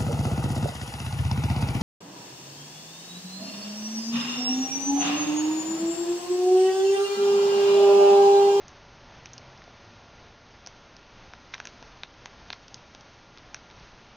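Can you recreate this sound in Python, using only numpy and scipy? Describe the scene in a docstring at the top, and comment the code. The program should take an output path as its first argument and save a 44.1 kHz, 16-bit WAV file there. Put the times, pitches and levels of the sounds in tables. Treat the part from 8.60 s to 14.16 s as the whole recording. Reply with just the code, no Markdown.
"""A taut metal bead chain clicks as a kitten in a basket noses and bites it, close by in a quiet room.
Each impact of teeth or beads excites resonances that fur and tension damp within milliseconds.
The kitten's moves bump the basket and rub cloth and beads; basket, floor and walls return short echoes.
Behind lie an even hiss, a thin appliance whine and a faint low drone. The sound is mono, dull on top."""
import sys
import numpy as np
from scipy import signal
from scipy.fft import rfft, irfft
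from scipy.io import wavfile
from scipy.ndimage import uniform_filter1d

SR = 44100
rng = np.random.default_rng(int(sys.argv[2]) if len(sys.argv) > 2 else 0)


def dump(signal):
    """Clip the signal to [-1, 1] and save it as 16-bit WAV at the path in sys.argv[1]."""
    limited = np.clip(np.atleast_2d(signal).T, -1, 1)
    pcm = np.round(limited * 32767).astype(np.int16)
    wavfile.write(sys.argv[1], SR, pcm)


N = 245195

# Modes of a contact, from dull knock to bead tick: (frequency [Hz], ring length [ratio])
MODES = [(850, 1.8), (1500, 1.58), (2300, 1.21), (3750, 1.07), (5750, 0.73)]
# Teeth and claws on the chain: (time [s], tuning [ratio], base rise time [s], knock centre [Hz],
# knock half-width [octaves], relative knock level [dB], relative tick level [dB])
BITE_IMPACTS = [(0.658, 1.03, 0.00042, 2400, 0.51, -32, -30.5), (1.019, 0.85, 0.0005, 1600, 0.41, -39, -55),
                (2.0722, 1.02, 0.0004, 1000, 2.6, -35, -25.5),
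                (2.7355, 0.94, 0.00054, 1450, 0.94, -33.5, -42),
                (2.9382, 0.96, 0.0007, 2160, .7, -26.5, -42), (2.942, 0.99, 0.00059, 3100, 0.8, -27, -29),
                (2.9494, 1.2, 0.00087, 1550, 0.63, -37, -47), (2.98, 1.3, 0.00038, 1760, 1.6, -38, -42),
                (3.001, 1.02, 0.00046, 1650, 0.81, -25, -34.5),
                (3.0538, 1.11, 0.00039, 1910, .7, -30.5, -26.5),
                (3.0718, 1.05, 0.00038, 2640, 1.1, -29.5, -28),
                (3.2266, 0.98, 0.00031, 900, 3.1, -33.5, -37), (3.434, 1.006, 0.0005, 5000, 1.7, -24, -36),
                (3.658, 1.3, 0.00031, 1900, 1.25, -26, -23.5), (3.903, 1.05, 0.00039, 3300, 2.6, -24, -36),
                (3.9283, 1.09, 0.00022, 4100, .65, -20, -34), (3.931, 0.92, 0.00055, 2400, 1.4, -29.5, -33),
                (4.7746, 0.96, 0.00044, 3600, 2, -40, -41),
                (4.9448, 1.024, 0.00054, 2000, 0.85, -29.5, -24),
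                (5.101, 0.98, 0.00062, 2420, 0.75, -45.5, -49)]


def bites(gain_db):
    """Modal superposition: a knock excites the modes near its centre, the beads' tick the highest."""
    out = np.zeros(N)
    t = np.arange(SR // 100) / SR
    modes_hz, length = np.transpose(MODES)
    for s, tuning, rise_s, centre_hz, octaves, knock_db, tick_db in BITE_IMPACTS:
        hz = modes_hz * tuning  # the grip shifts the tuning
        excitation = 1 / (1 + (np.log2(hz[:-1] / centre_hz) / octaves) ** 2)
        gains = np.append(undb(knock_db) * excitation / excitation.max(), undb(tick_db))
        add(out, s, gains @ burst(t, hz[:, None], length[:, None] * rise_s))
    return out * undb(gain_db)


# Bead on bead: (time [s], tuning [ratio], relative level [dB], fall toward the bass [dB/octave])
BEAD_IMPACTS = [(0.082, 1.1, -31.5, 26), (0.7339, 1.16, -27, 23), (0.738, 1.2, -31, 20),
                (0.7803, 0.88, -28, 13), (0.7838, 0.83, -36, 10), (2.0631, 0.91, -28.5, 14),
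                (2.3667, 0.85, -35, 18), (4.082, 0.92, -35, 7), (4.1437, 1.36, -20, 12),
                (4.3492, 0.97, -34.5, 1.5), (4.4096, 0.98, -38, 8)]


def bead_ticks(gain_db, rise_s=0.00029):
    """Hard impact: brief metal contacts excite the highest mode most, the lower ones ever less."""
    out = np.zeros(N)
    t = np.arange(SR // 100) / SR
    hz, length = np.transpose(MODES)
    for s, tuning, db, fall_db in BEAD_IMPACTS:
        gains = undb(db - fall_db * np.log2(hz[-1] / hz))
        add(out, s, gains @ burst(t, tuning * hz[:, None], length[:, None] * rise_s))
    return out * undb(gain_db)


def stray_ticks(count=8, db=-45, spread_db=2, rise_s=0.00025, low_hz=2500, high_hz=5800):
    """Damped oscillation: beads of the swaying chain touch at random, each ringing one faint mode."""
    out = np.zeros(N)
    t = np.arange(SR // 100) / SR
    for when, pitch, size in rng.random((count, 3)):
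        hz = low_hz + pitch * (high_hz - low_hz)
        gain = undb(db + spread_db * (2 * size - 1))
        add(out, when * N / SR, gain * burst(t, hz, rise_s))
    return out


def settling_beads(base_db=-51, spread_db=5, mean_lag_s=0.011, rise_s=0.00024,
                   low_hz=1510, high_hz=6100):
    """Secondary impact: after each bite a neighbouring bead settles with a faint tick."""
    out = np.zeros(N)
    t = np.arange(SR // 100) / SR
    for s, *_ in BITE_IMPACTS:
        lag, pitch, size = rng.random(3)
        hz = low_hz + pitch * (high_hz - low_hz)
        gain = undb(base_db + spread_db * (2 * size + 1))  # 5 to 15 dB above the base
        add(out, s + 2 * lag * mean_lag_s, gain * burst(t, hz, rise_s))
    return out


# Kitten against basket: (time [s], frequency [Hz], rise time [s], peak level [dB])
BASKET_BUMPS = [(0.814, 131, 0.01, -48), (1.078, 680, 0.0014, -38.5), (3.213, 265, 0.01, -51),
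                (3.32, 122.8, 0.018, -51), (4.1, 117, .035, -58)]


def basket():
    """Heavily damped resonance: the basket thuds as the kitten shifts its weight."""
    out = np.zeros(N)
    t = np.arange(SR // 5) / SR
    for s, hz, rise_s, db in BASKET_BUMPS:
        add(out, s, undb(db) * burst(t, hz, rise_s))
    return out


def friction(hz, width_hz, grain_db):
    """Stick-slip friction: noise of rms 1 in a broad resonance, catching and slipping unevenly."""
    bins = np.fft.rfftfreq(N, 1 / SR)
    noise = irfft(rfft(rng.standard_normal(N)) / (1 + ((bins - hz) / width_hz) ** 2), N)
    return level(noise * undb(grain_db * walk(60)), 0)


# The kitten's moves: (time [s], paws-on-cloth level [dB], fur-on-chain level [dB])
MOVES = [(.33, -61, -81), (.92, -63, -74.5), (1.66, -64, -76.5), (3.02, -68.5, -58.5), (3.88, -69.5, -58)]


def rustle(attack_s=0.09, release_s=0.36, rest_db=-80.5):
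    """Friction noise of paws on cloth and fur on beads grows and decays exponentially with each move."""
    t = np.arange(N) / SR
    cloth_gain = fur_gain = undb(rest_db)
    for s, cloth_db, fur_db in MOVES:
        envelope = np.exp(-np.maximum((s - t) / attack_s, (t - s) / release_s))
        cloth_gain = cloth_gain + undb(cloth_db) * envelope
        fur_gain = fur_gain + undb(fur_db) * envelope
    cloth = friction(hz=736, width_hz=260, grain_db=3)
    fur = friction(hz=3230, width_hz=7500, grain_db=5.5)
    return cloth_gain * cloth + fur_gain * fur


# Spectrum of the hiss: (frequency [Hz], relative spectral density [dB])
HISS_SPECTRUM = [(8, -8.5), (20, 1.5), (70, 0), (110, -1), (170, -3.5), (480, -7.5), (900, -6),
                 (1250, -9.5), (1900, -11.5), (3000, -14), (4500, -17), (6100, -19), (6800, -21.5)]


def hiss(rms_db=-51, waver_db=0.8):
    """Broadband noise of room and microphone, its spectral density greatest in the bass."""
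    hz, db = np.transpose(HISS_SPECTRUM)
    bins = np.maximum(np.fft.rfftfreq(N, 1 / SR), 1)
    colour = undb(np.interp(np.log(bins), np.log(hz), db))
    noise = irfft(rfft(rng.standard_normal(N)) * colour, N)
    return level(noise, rms_db) * undb(waver_db * walk(9.7))


# Partials of the whine: (frequency [Hz], initial rms level [dB], fade [dB/s], pitch waver [Hz])
WHINE_PARTIALS = [(239.8, -72.5, 1, 5), (573, -66, 2.2, 2.2), (1398, -68, 0, 0.78), (1757, -75.5, 2.5, 5.7)]


def appliance():
    """Random frequency modulation: thin tones waver in pitch, and most slowly fade."""
    t = np.arange(N) / SR
    return sum(undb(db - fade * t) * tone(hz + waver * walk(12))
               for hz, db, fade, waver in WHINE_PARTIALS)


# Course of the drone: (time [s], frequency [Hz], rms level [dB])
DRONE_PATH = [(0, 120.6, -63.5), (.6, 123.7, -62.5), (.85, 127.1, -56.5), (1.05, 128.7, -64),
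              (1.3, 106.9, -63.5), (1.8, 99.8, -65), (2.1, 119, -72.5), (5.56, 119.7, -71)]


def drone(waver_hz=4.7, flutter_db=1.5):
    """Frequency and amplitude modulation: a far low hum drifts in pitch, swells once and fades."""
    t = np.arange(N) / SR
    times, pitches, levels = np.transpose(DRONE_PATH)
    carrier = tone(np.interp(t, times, pitches) + waver_hz * walk(20))
    return carrier * undb(np.interp(t, times, levels) + flutter_db * walk(11))


def burst(t, hz, rise_s):
    """Damped oscillation: a sine whose envelope rises to 1 at rise_s and dies away."""
    u = t / rise_s
    return u ** 2 * np.exp(2 - 2 * u) * np.sin(2 * np.pi * hz * t)


def reflections(x, t60, db, delay_s):
    """Diffuse reverberation: scattered echoes begin after a delay and decay exponentially."""
    t = np.arange(SR // 2) / SR
    response = rng.standard_normal(len(t)) * np.exp(-np.log(1000) * t / t60) * (t > delay_s)
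    return signal.fftconvolve(x, response * undb(db) / np.linalg.norm(response))[:N]


def tone(hz):
    """Phase as the integral of frequency: a sine of rms 1 follows a pitch curve."""
    return np.sqrt(2) * np.sin(2 * np.pi * (np.cumsum(hz) / SR + rng.random()))


def walk(rate):
    """Low-pass noise: random values held for 1 / rate seconds and smoothed twice, spread near 1."""
    k = int(SR / rate)
    held = np.repeat(rng.standard_normal(N // k + 1), k)
    return 1.313 * uniform_filter1d(uniform_filter1d(held, k), k)[:N]


def undb(db):
    """Decibels to amplitude ratio."""
    return 10 ** (np.asarray(db) / 20)


def level(x, db):
    """Normalisation to an rms level."""
    return x * undb(db) / np.sqrt(np.mean(x ** 2))


def add(out, s, sound):
    """Superposition of a sound starting at time s."""
    i = int(s * SR)
    out[i:i + len(sound)] += sound[:len(out) - i]


def scene():
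    """Superposition: direct clicks, their echoes off basket, floor and walls, and the softer sources."""
    clicks = bites(gain_db=0.5) + bead_ticks(gain_db=2.5) + stray_ticks() + settling_beads()
    near = reflections(clicks, t60=0.03, db=-11.5, delay_s=0.0011)
    walls = reflections(clicks, t60=0.14, db=-16, delay_s=0.0091)
    background = hiss() + appliance() + drone()
    mono = clicks + near + walls + basket() + rustle() + background
    return np.array([mono, mono])


def record(dry, cutoff_hz=6680):
    """Linear-phase low-pass: a small camera cuts the treble steeply, delaying all frequencies alike."""
    taps = signal.firwin(301, cutoff_hz, window=("kaiser", 7), fs=SR)
    return signal.fftconvolve(dry, taps[None], mode="same", axes=1)


dry = scene()
out = record(dry)
dump(out)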